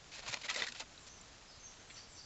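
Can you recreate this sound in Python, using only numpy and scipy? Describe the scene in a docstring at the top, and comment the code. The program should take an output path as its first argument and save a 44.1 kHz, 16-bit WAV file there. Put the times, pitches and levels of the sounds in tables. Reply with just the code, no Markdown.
"""Plastic bottle in a woodland stream

Water splashes at the bottle in short spurts: filtered droplet clicks and noise, with bubbles as dying sines.
The thin wall crackles as damped modes and noise, the hollow resonates, and two drops and a knock follow.
Behind the filtered-noise hiss of the stream, a small bird's frequency-modulated notes echo among the trees."""
import sys
import numpy as np
from scipy import signal
from scipy.fft import rfft, irfft, next_fast_len
from scipy.io import wavfile
from scipy.ndimage import uniform_filter1d

SR = 44100
rng = np.random.default_rng(int(sys.argv[2]) if len(sys.argv) > 2 else 0)


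def log_audio(samples):
    """Write samples as a 16-bit WAV file to the path given in sys.argv[1]."""
    # one column per channel
    frames = np.atleast_2d(samples).T
    # limit to full scale, then quantise
    limited = np.clip(frames, -1, 1)
    pcm = np.round(limited * 32767).astype(np.int16)
    wavfile.write(sys.argv[1], SR, pcm)


N = 99225  # samples in the scene


def amp(db):
    """Logarithmic level: decibels to amplitude gain."""
    return 10 ** (np.asarray(db) / 20)


def evened(x):
    """Normalisation to an rms of 1."""
    return x / np.sqrt(np.mean(x ** 2) + 1e-20)


def add(mix, start_s, sound):
    """Linear superposition: a sound is summed into the mix at its start."""
    part = mix[max(round(start_s * SR), 0):][:len(sound)]
    part += sound[:len(part)]


def read(points, hz):
    """Interpolation of a spectrum on a log-frequency axis, at -120 dB above its last point."""
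    point_hz, point_db = np.transpose(points)
    return np.interp(np.log(hz + 1), np.log(point_hz + 1), point_db, right=-120)


def colour(x, db_at):
    """Spectral filtering: each frequency is scaled by a function from Hz to dB."""
    size = next_fast_len(len(x))
    gain = amp(db_at(np.fft.rfftfreq(size, 1 / SR)))
    return irfft(rfft(x, size) * gain, size)[:len(x)]


def dying(t, t60_s):
    """Exponential decay: the level falls 60 dB in t60."""
    return np.exp(-np.log(1000) * t / t60_s)


def patter(size, rate_per_s, spread_db):
    """Random impulse process: clicks of either sign and uneven strength at a mean rate."""
    chance, strength, sign = rng.random((3, size))
    strength_db = spread_db * np.minimum(-np.log(1 - strength), np.pi)
    return (chance < rate_per_s / SR) * np.sign(sign - .5) * amp(strength_db)


def echo(x, t60_s):
    """Diffuse reverberation: convolution with a decaying noise tail of energy 1."""
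    t = np.arange(SR // 2) / SR
    build_up = np.minimum(t / .008, 1)
    tail = rng.standard_normal(len(t)) * dying(t, t60_s) * build_up
    return signal.fftconvolve(x, tail / np.linalg.norm(tail))[:N]


def pings(rows, climb_per_s):
    """Damped oscillation: dying sines whose pitch climbs by a share of itself each second."""
    out, t = np.zeros(N), np.arange(SR // 8) / SR
    for start_s, pitch_hz, level_db, t60_s in rows:
        cycles = pitch_hz * (t + climb_per_s / 2 * t ** 2)
        onset = 1 - np.exp(-t * pitch_hz)
        add(out, start_s, amp(level_db) * dying(t, t60_s) * onset * np.sin(2 * np.pi * cycles))
    return out


# Relative spectrum of the stream's hiss and rumble: frequency_hz, density_db (per Hz)
STREAM_SPECTRUM = [(12, -11.5), (25, 0.5), (45, -2), (80, -3), (150, -5.5), (220, -8.5), (330, -10.5),
                   (750, -10.5), (1300, -11.5), (2000, -13.5), (4500, -14), (8600, -15.5)]
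STREAM_DB, RIPPLE_RMS_DB = -58, .5
TICKS_PER_S, TICKS_RMS_DB, TICK_SPREAD_DB = 82, -73, 5.5


def stream():
    """Filtered noise: a gently rippling hiss and rumble, with sparse impulses as ticks of trickling water."""
    hiss = evened(colour(rng.standard_normal(N), lambda f: read(STREAM_SPECTRUM, f)))
    # noise falling 1 dB per Hz leaves a slow wander of level
    ripple = evened(colour(rng.standard_normal(N), lambda f: -np.minimum(f, 200)))
    clicks = patter(N, TICKS_PER_S, TICK_SPREAD_DB)
    ticks = evened(colour(clicks, lambda f: read(SPRAY_SPECTRUM, f)))
    return amp(STREAM_DB) * hiss * amp(RIPPLE_RMS_DB * ripple) + amp(TICKS_RMS_DB) * ticks


# Spurts of water: start_s, length_s, level_db, bass_db, treble_db
SPURTS = [(0.116, 0.022, -52.5, -8, -0.5), (.137, 0.025, -50, -4, 5.5), (0.165, 0.041, -51.5, 1, 0.5),
          (0.223, 0.039, -53.5, 2, -4.5), (.262, 0.018, -46, 4.5, 0), (0.278, 0.025, -44, -0.5, 4),
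          (0.31, 0.015, -46.5, -3.5, 3), (0.326, .012, -40, 1, -2), (0.34, 0.0093, -49.5, 7, -4),
          (0.362, 0.013, -49.5, 1.5, -4), (.385, .025, -58, -3, 2), (0.413, 0.009, -48.5, -19, 1.5),
          (0.433, 0.01, -48, -12, -9), (0.443, 0.022, -45, 2, 2), (0.481, .013, -45.5, -4, -9),
          (.496, 0.0093, -37.5, -10, 4), (.505, .009, -43, -2, -1), (.515, .028, -49, 3, 0.5),
          (0.542, 0.0073, -41, -5, 7), (0.558, 0.0092, -40.5, 4, 9.5), (0.571, 0.0055, -40, 3, 7),
          (.579, .01, -42.5, 0, -5), (.589, .018, -40.5, 1, -1.5), (.608, 0.025, -44.5, 4, -2),
          (0.631, 0.016, -41.5, 1, -3), (.65, 0.016, -52.5, 4, -2), (0.666, .007, -42.5, -8, 2),
          (0.682, 0.0073, -44.5, -16, 3.5), (.691, 0.011, -52.5, -2, -1), (.719, .0047, -45.5, -8, 6),
          (.747, 0.017, -49.5, -3, -5), (.767, 0.03, -53.5, -21, 2), (0.797, 0.011, -41, -2.5, 3),
          (0.808, .014, -48.5, 5, -2), (1.066, 0.02, -54.5, -5, 10), (1.955, .04, -58.7, -5, -5)]
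# Relative spectrum of spray, also used for ticks and cracks: frequency_hz, density_db (per Hz)
SPRAY_SPECTRUM = [(120, -17.5), (250, -9.5), (330, -11.5), (500, -0.5), (760, -0.5), (1200, -1),
                  (1600, -0.5), (2000, 0), (2400, 4), (2900, 1), (3400, -0.5), (4000, 2), (5000, 0),
                  (5600, -3), (7400, -3.5), (8300, -7.5)]
DROPS_PER_S, DROP_SPREAD_DB = 3500, 2.5
MIST = .36  # rms beside droplets of rms 1
SPLASH_RISE_S, SPLASH_FALL_S = .0014, .0043  # linear rise; time constant of the fall
BASS_HZ, TREBLE_HZ = 1190, 5160


def splashes():
    """Shot noise: each spurt is a dense patter of droplet impulses with a little fine mist."""
    out, t = np.zeros(N), np.arange(4096) / SR
    for start_s, length_s, level_db, bass_db, treble_db in SPURTS:
        def spray_db(f):
            bass = bass_db / (1 + (f / BASS_HZ) ** 4)
            treble = treble_db * (1 - 1 / (1 + (f / TREBLE_HZ) ** 8))
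            return read(SPRAY_SPECTRUM, f) + bass + treble

        drops = evened(patter(len(t), DROPS_PER_S, DROP_SPREAD_DB))
        spray = colour(drops + MIST * rng.standard_normal(len(t)), spray_db)
        fall = np.exp(-np.maximum(t - length_s, 0) / SPLASH_FALL_S)
        shape = np.minimum(t / SPLASH_RISE_S, 1) * fall
        add(out, start_s, amp(level_db) * evened(spray * shape) * np.sqrt(np.mean(shape ** 2)))
    return out


# Resonances of the bottle's hollow: frequency_hz, gain_db, t60_s
HOLLOW_MODES = [(241, 0, 0.11), (548, -5, 0.088), (1005, -7, 0.15), (1410, -8, 0.054), (1905, -2.5, 0.063),
                (2013, -2.5, 0.12), (2600, -4.5, 0.058), (3235, -7, .05), (3625, -5, 0.051),
                (4276, -7, 0.06)]
STRAIGHT_DB = -1  # the sound that bypasses the resonances


def hollow(x):
    """Cavity resonance: the bottle's narrow modes ring on after whatever strikes it."""
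    t = np.arange(SR // 5) / SR
    ring = np.zeros(len(t))
    for mode_hz, gain_db, t60_s in HOLLOW_MODES:
        peak_scale = 2 * np.log(1000) / (t60_s * SR)  # evens the resonant gain across decay times
        ring += amp(gain_db) * peak_scale * dying(t, t60_s) * np.cos(2 * np.pi * mode_hz * t)
    return amp(STRAIGHT_DB) * x + signal.fftconvolve(x, ring)[:N]


BUBBLES_PER_S, BUBBLE_DB, BUBBLE_SPREAD_DB = 240, -2, 1.5  # level relative to the spurt, plus or minus spread
BUBBLE_LOW_HZ, BUBBLE_HIGH_HZ = 1300, 4800
BUBBLE_CYCLES, BUBBLE_CLIMB_PER_S = 60, 2  # cycles in one t60, before the climb


def fizz():
    """Bubble resonance: every spurt may trap tiny bubbles; the smaller ones ring higher and die sooner."""
    rows = []
    for start_s, length_s, level_db, _, _ in SPURTS:
        for chance, when, height, strength in rng.random((16, 4)):
            if chance < BUBBLES_PER_S * length_s / 16:
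                pitch_hz = BUBBLE_LOW_HZ + (BUBBLE_HIGH_HZ - BUBBLE_LOW_HZ) * height
                bubble_db = level_db + BUBBLE_DB + BUBBLE_SPREAD_DB * (2 * strength - 1)
                rows.append((start_s + when * length_s, pitch_hz, bubble_db, BUBBLE_CYCLES / pitch_hz))
    return pings(rows, BUBBLE_CLIMB_PER_S)


# Single bubbles heard in the splashes, in order of time: start_s, pitch_hz, level_db
SINGLE_BUBBLES = [(.139, 2530, -47), (.237, 690, -53), (.270, 1060, -46), (.287, 785, -50),
                  (.332, 3810, -40), (.332, 860, -48), (.339, 581, -47), (.367, 1000, -53),
                  (.444, 2140, -42), (.446, 585, -47), (.452, 3905, -44), (.495, 2550, -38),
                  (.497, 3240, -39), (.499, 4195, -36), (.499, 1280, -42), (.508, 995, -44),
                  (.542, 4595, -43), (.558, 500, -45), (.570, 590, -43), (.585, 505, -44),
                  (.591, 3980, -37.5), (.596, 1915, -41), (.616, 450, -45), (.620, 3615, -35.5),
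                  (.621, 945, -45), (.688, 239, -52.5), (.750, 1410, -51), (.801, 880, -48),
                  (.808, 640, -51), (.816, 1245, -50), (.818, 249, -54.5)]
GURGLE_T60_S, GURGLE_REF_HZ, GURGLE_DAMPING = .08, 1000, .35  # t60 at the reference pitch; exponent
DROP_CLIMB_PER_S = .7  # shared by gurgles and drips


def gurgles():
    """Bubble resonance: each bubble climbs a little in pitch, and higher ones die sooner."""
    rows = []
    for start_s, pitch_hz, level_db in SINGLE_BUBBLES:
        t60_s = GURGLE_T60_S * (GURGLE_REF_HZ / pitch_hz) ** GURGLE_DAMPING
        rows.append((start_s, pitch_hz, level_db, t60_s))
    return pings(rows, DROP_CLIMB_PER_S)


# Buckling of the wall: start_s, crack_db, ring_db, pitch_hz (main mode)
BUCKLES = [(.1925, -41, -49, 1880), (.2855, -36, -41, 2350), (.3413, -26.5, -33.5, 2420),
           (.3708, -40, -51, 2200), (.4156, -45, -47, 2050), (.4872, -50, -34, 2050),
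           (.4922, -37, -28, 1990), (.5005, -35.5, -35, 2280), (.511, -36, -34, 1920),
           (.5462, -39.5, -32, 2130), (.5545, -56, -36.5, 2030), (.5617, -33, -27.5, 2020),
           (.6212, -27, -24, 1990), (.6722, -44, -32, 1880), (.6845, -44, -35, 1830)]
# Modes of the wall: multiple (of the main mode), level_db, t60_s
WALL_MODES = [(.49, -18, .0077), (1, -1, .021), (1.17, -12, .011), (1.85, -7, .017)]
CRACK_T60_S, SNAP_RISE_S = .018, .00049


def snaps():
    """Snap-through buckling: a short crack and damped modes, pitched by how tightly the wall is bent."""
    out, t = np.zeros(N), np.arange(2048) / SR
    for start_s, crack_db, ring_db, pitch_hz in BUCKLES:
        ring = np.zeros(len(t))
        for multiple, level_db, t60_s in WALL_MODES:
            ring += amp(level_db) * dying(t, t60_s) * np.sin(2 * np.pi * pitch_hz * multiple * t)
        noise = evened(colour(rng.standard_normal(len(t)), lambda f: read(SPRAY_SPECTRUM, f)))
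        crack = noise * dying(t, CRACK_T60_S)
        rise = np.minimum(t / SNAP_RISE_S, 1)
        add(out, start_s, rise * (amp(ring_db) * ring + amp(crack_db) * crack))
    return out


# Dull bumps of the water and hand: start_s, pitch_hz, level_db, t60_s
DULL_BUMPS = [(.29, 118, -39.5, .09), (.289, 270, -42, .025), (2.085, 30, -44, 0.085)]


def bumps():
    """Damped low-frequency oscillation: dull bumps of steady pitch."""
    return pings(DULL_BUMPS, 0)


# Drops falling back into the stream: start_s, pitch_hz, level_db, t60_s
FALLING_DROPS = [(.9775, 3900, -43.5, .017), (1.2128, 7250, -44.5, .018)]


def drips():
    """Damped oscillation: each drop rings briefly with a slightly climbing pitch."""
    return pings(FALLING_DROPS, DROP_CLIMB_PER_S)


# Single bird notes: start_s, length_s, first_hz, last_hz, level_db, trill_depth_hz
BIRD_NOTES = [(.985, 0.06, 7750, 7200, -61.5, 246), (1.084, 0.0436, 6000, 6250, -57, 230),
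              (1.15, 0.04, 6200, 5600, -62, 150), (1.478, .03, 5080, 5080, -58, 170),
              (1.505, .045, 4800, 4250, -61.5, 302), (1.593, 0.04, 6160, 6310, -59, 100),
              (1.63, 0.036, 6330, 6346, -54, 50), (1.662, 0.03, 5800, 5740, -59.5, 30)]
# Phrase sung twice: start_s (from the phrase's own start), length_s, first_hz, last_hz, level_db, trill_depth_hz
BIRD_PHRASE = [(0, .052, 7820, 7300, -59, 230), (.06, .022, 6050, 5970, -53.5, 60),
               (.07, .055, 5850, 5100, -58.5, 300), (.079, .055, 4510, 4820, -56.5, 190)]
# Starts of the phrase: start_s
PHRASE_TIMES = [1.878, 2.087]
TRILL_HZ, TRILL_UNEVEN, NOTE_EDGE_S = 111.6, .26, .0048  # mean rate, its rms share of wander, fade length
BIRD_DIRECT_DB, WOODS_DB, WOODS_T60_S = -5, -1.2, .45


def bird():
    """Frequency modulation: thin gliding notes with a fast trill, smeared by reflections from the trees."""
    song = np.zeros(N)
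    repeats = [(begin_s + start_s, *note) for begin_s in PHRASE_TIMES for start_s, *note in BIRD_PHRASE]
    for start_s, length_s, first_hz, last_hz, level_db, depth_hz in BIRD_NOTES + repeats:
        t = np.arange(0, length_s, 1 / SR)
        wander = evened(uniform_filter1d(rng.standard_normal(SR // 8), size=200))[:len(t)]
        trill_hz = TRILL_HZ * (1 + TRILL_UNEVEN * wander)
        trill = np.sin(2 * np.pi * np.cumsum(trill_hz) / SR)
        pitch_hz = first_hz + (last_hz - first_hz) * t / length_s + depth_hz * trill
        shape = np.clip(np.minimum(t, length_s - t) / NOTE_EDGE_S, 0, 1)
        tone = np.sqrt(2) * np.sin(2 * np.pi * np.cumsum(pitch_hz) / SR)
        add(song, start_s, amp(level_db) * shape * tone)
    return amp(BIRD_DIRECT_DB) * song + amp(WOODS_DB) * echo(song, WOODS_T60_S)


# Slips of the bottle in the fingers: start_s, level_db
SLIPS = [(1.8995, -47.5), (1.9045, -45.5), (1.9095, -46.5)]
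# Modes of the knocked bottle: pitch_hz, level_db (relative to the slip)
KNOCKED_MODES = [(1950, -2), (2270, -1), (2760, -2), (3410, -2), (4200, -4)]
KNOCK_T60_S, KNOCK_DETUNE = .018, .04  # rms share of random detuning of each mode


def knocks():
    """Modal excitation: each slip rings the same few modes of the knocked bottle, a little detuned."""
    rows = []
    for start_s, level_db in SLIPS:
        for mode_hz, mode_db in KNOCKED_MODES:
            pitch_hz = mode_hz * (1 + KNOCK_DETUNE * rng.standard_normal())
            rows.append((start_s, pitch_hz, level_db + mode_db, KNOCK_T60_S))
    return pings(rows, 0)


BANK_DB, BANK_T60_S = -12.5, .11


def scene():
    """Superposition of the near bottle and water, the bank's short echo, the stream and the bird."""
    bottle = hollow(splashes() + snaps())
    near = bottle + fizz() + gurgles() + knocks() + drips() + bumps()
    return (near + amp(BANK_DB) * echo(near, BANK_T60_S) + stream() + bird())[None]


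SOFT_EDGE_HZ, SOFT_EDGE_DB_PER_HZ, EDGE_HZ = 7394, .027, 8620


def record(dry):
    """Low-pass filtering: the microphone's top end rolls off, then stops steeply."""
    soft = colour(dry[0], lambda f: -SOFT_EDGE_DB_PER_HZ * np.maximum(f - SOFT_EDGE_HZ, 0))
    steep = signal.firwin(611, EDGE_HZ, window=("kaiser", 9), fs=SR)
    return signal.oaconvolve(soft, steep, "same")[None]


dry = scene()
out = record(dry)
log_audio(out)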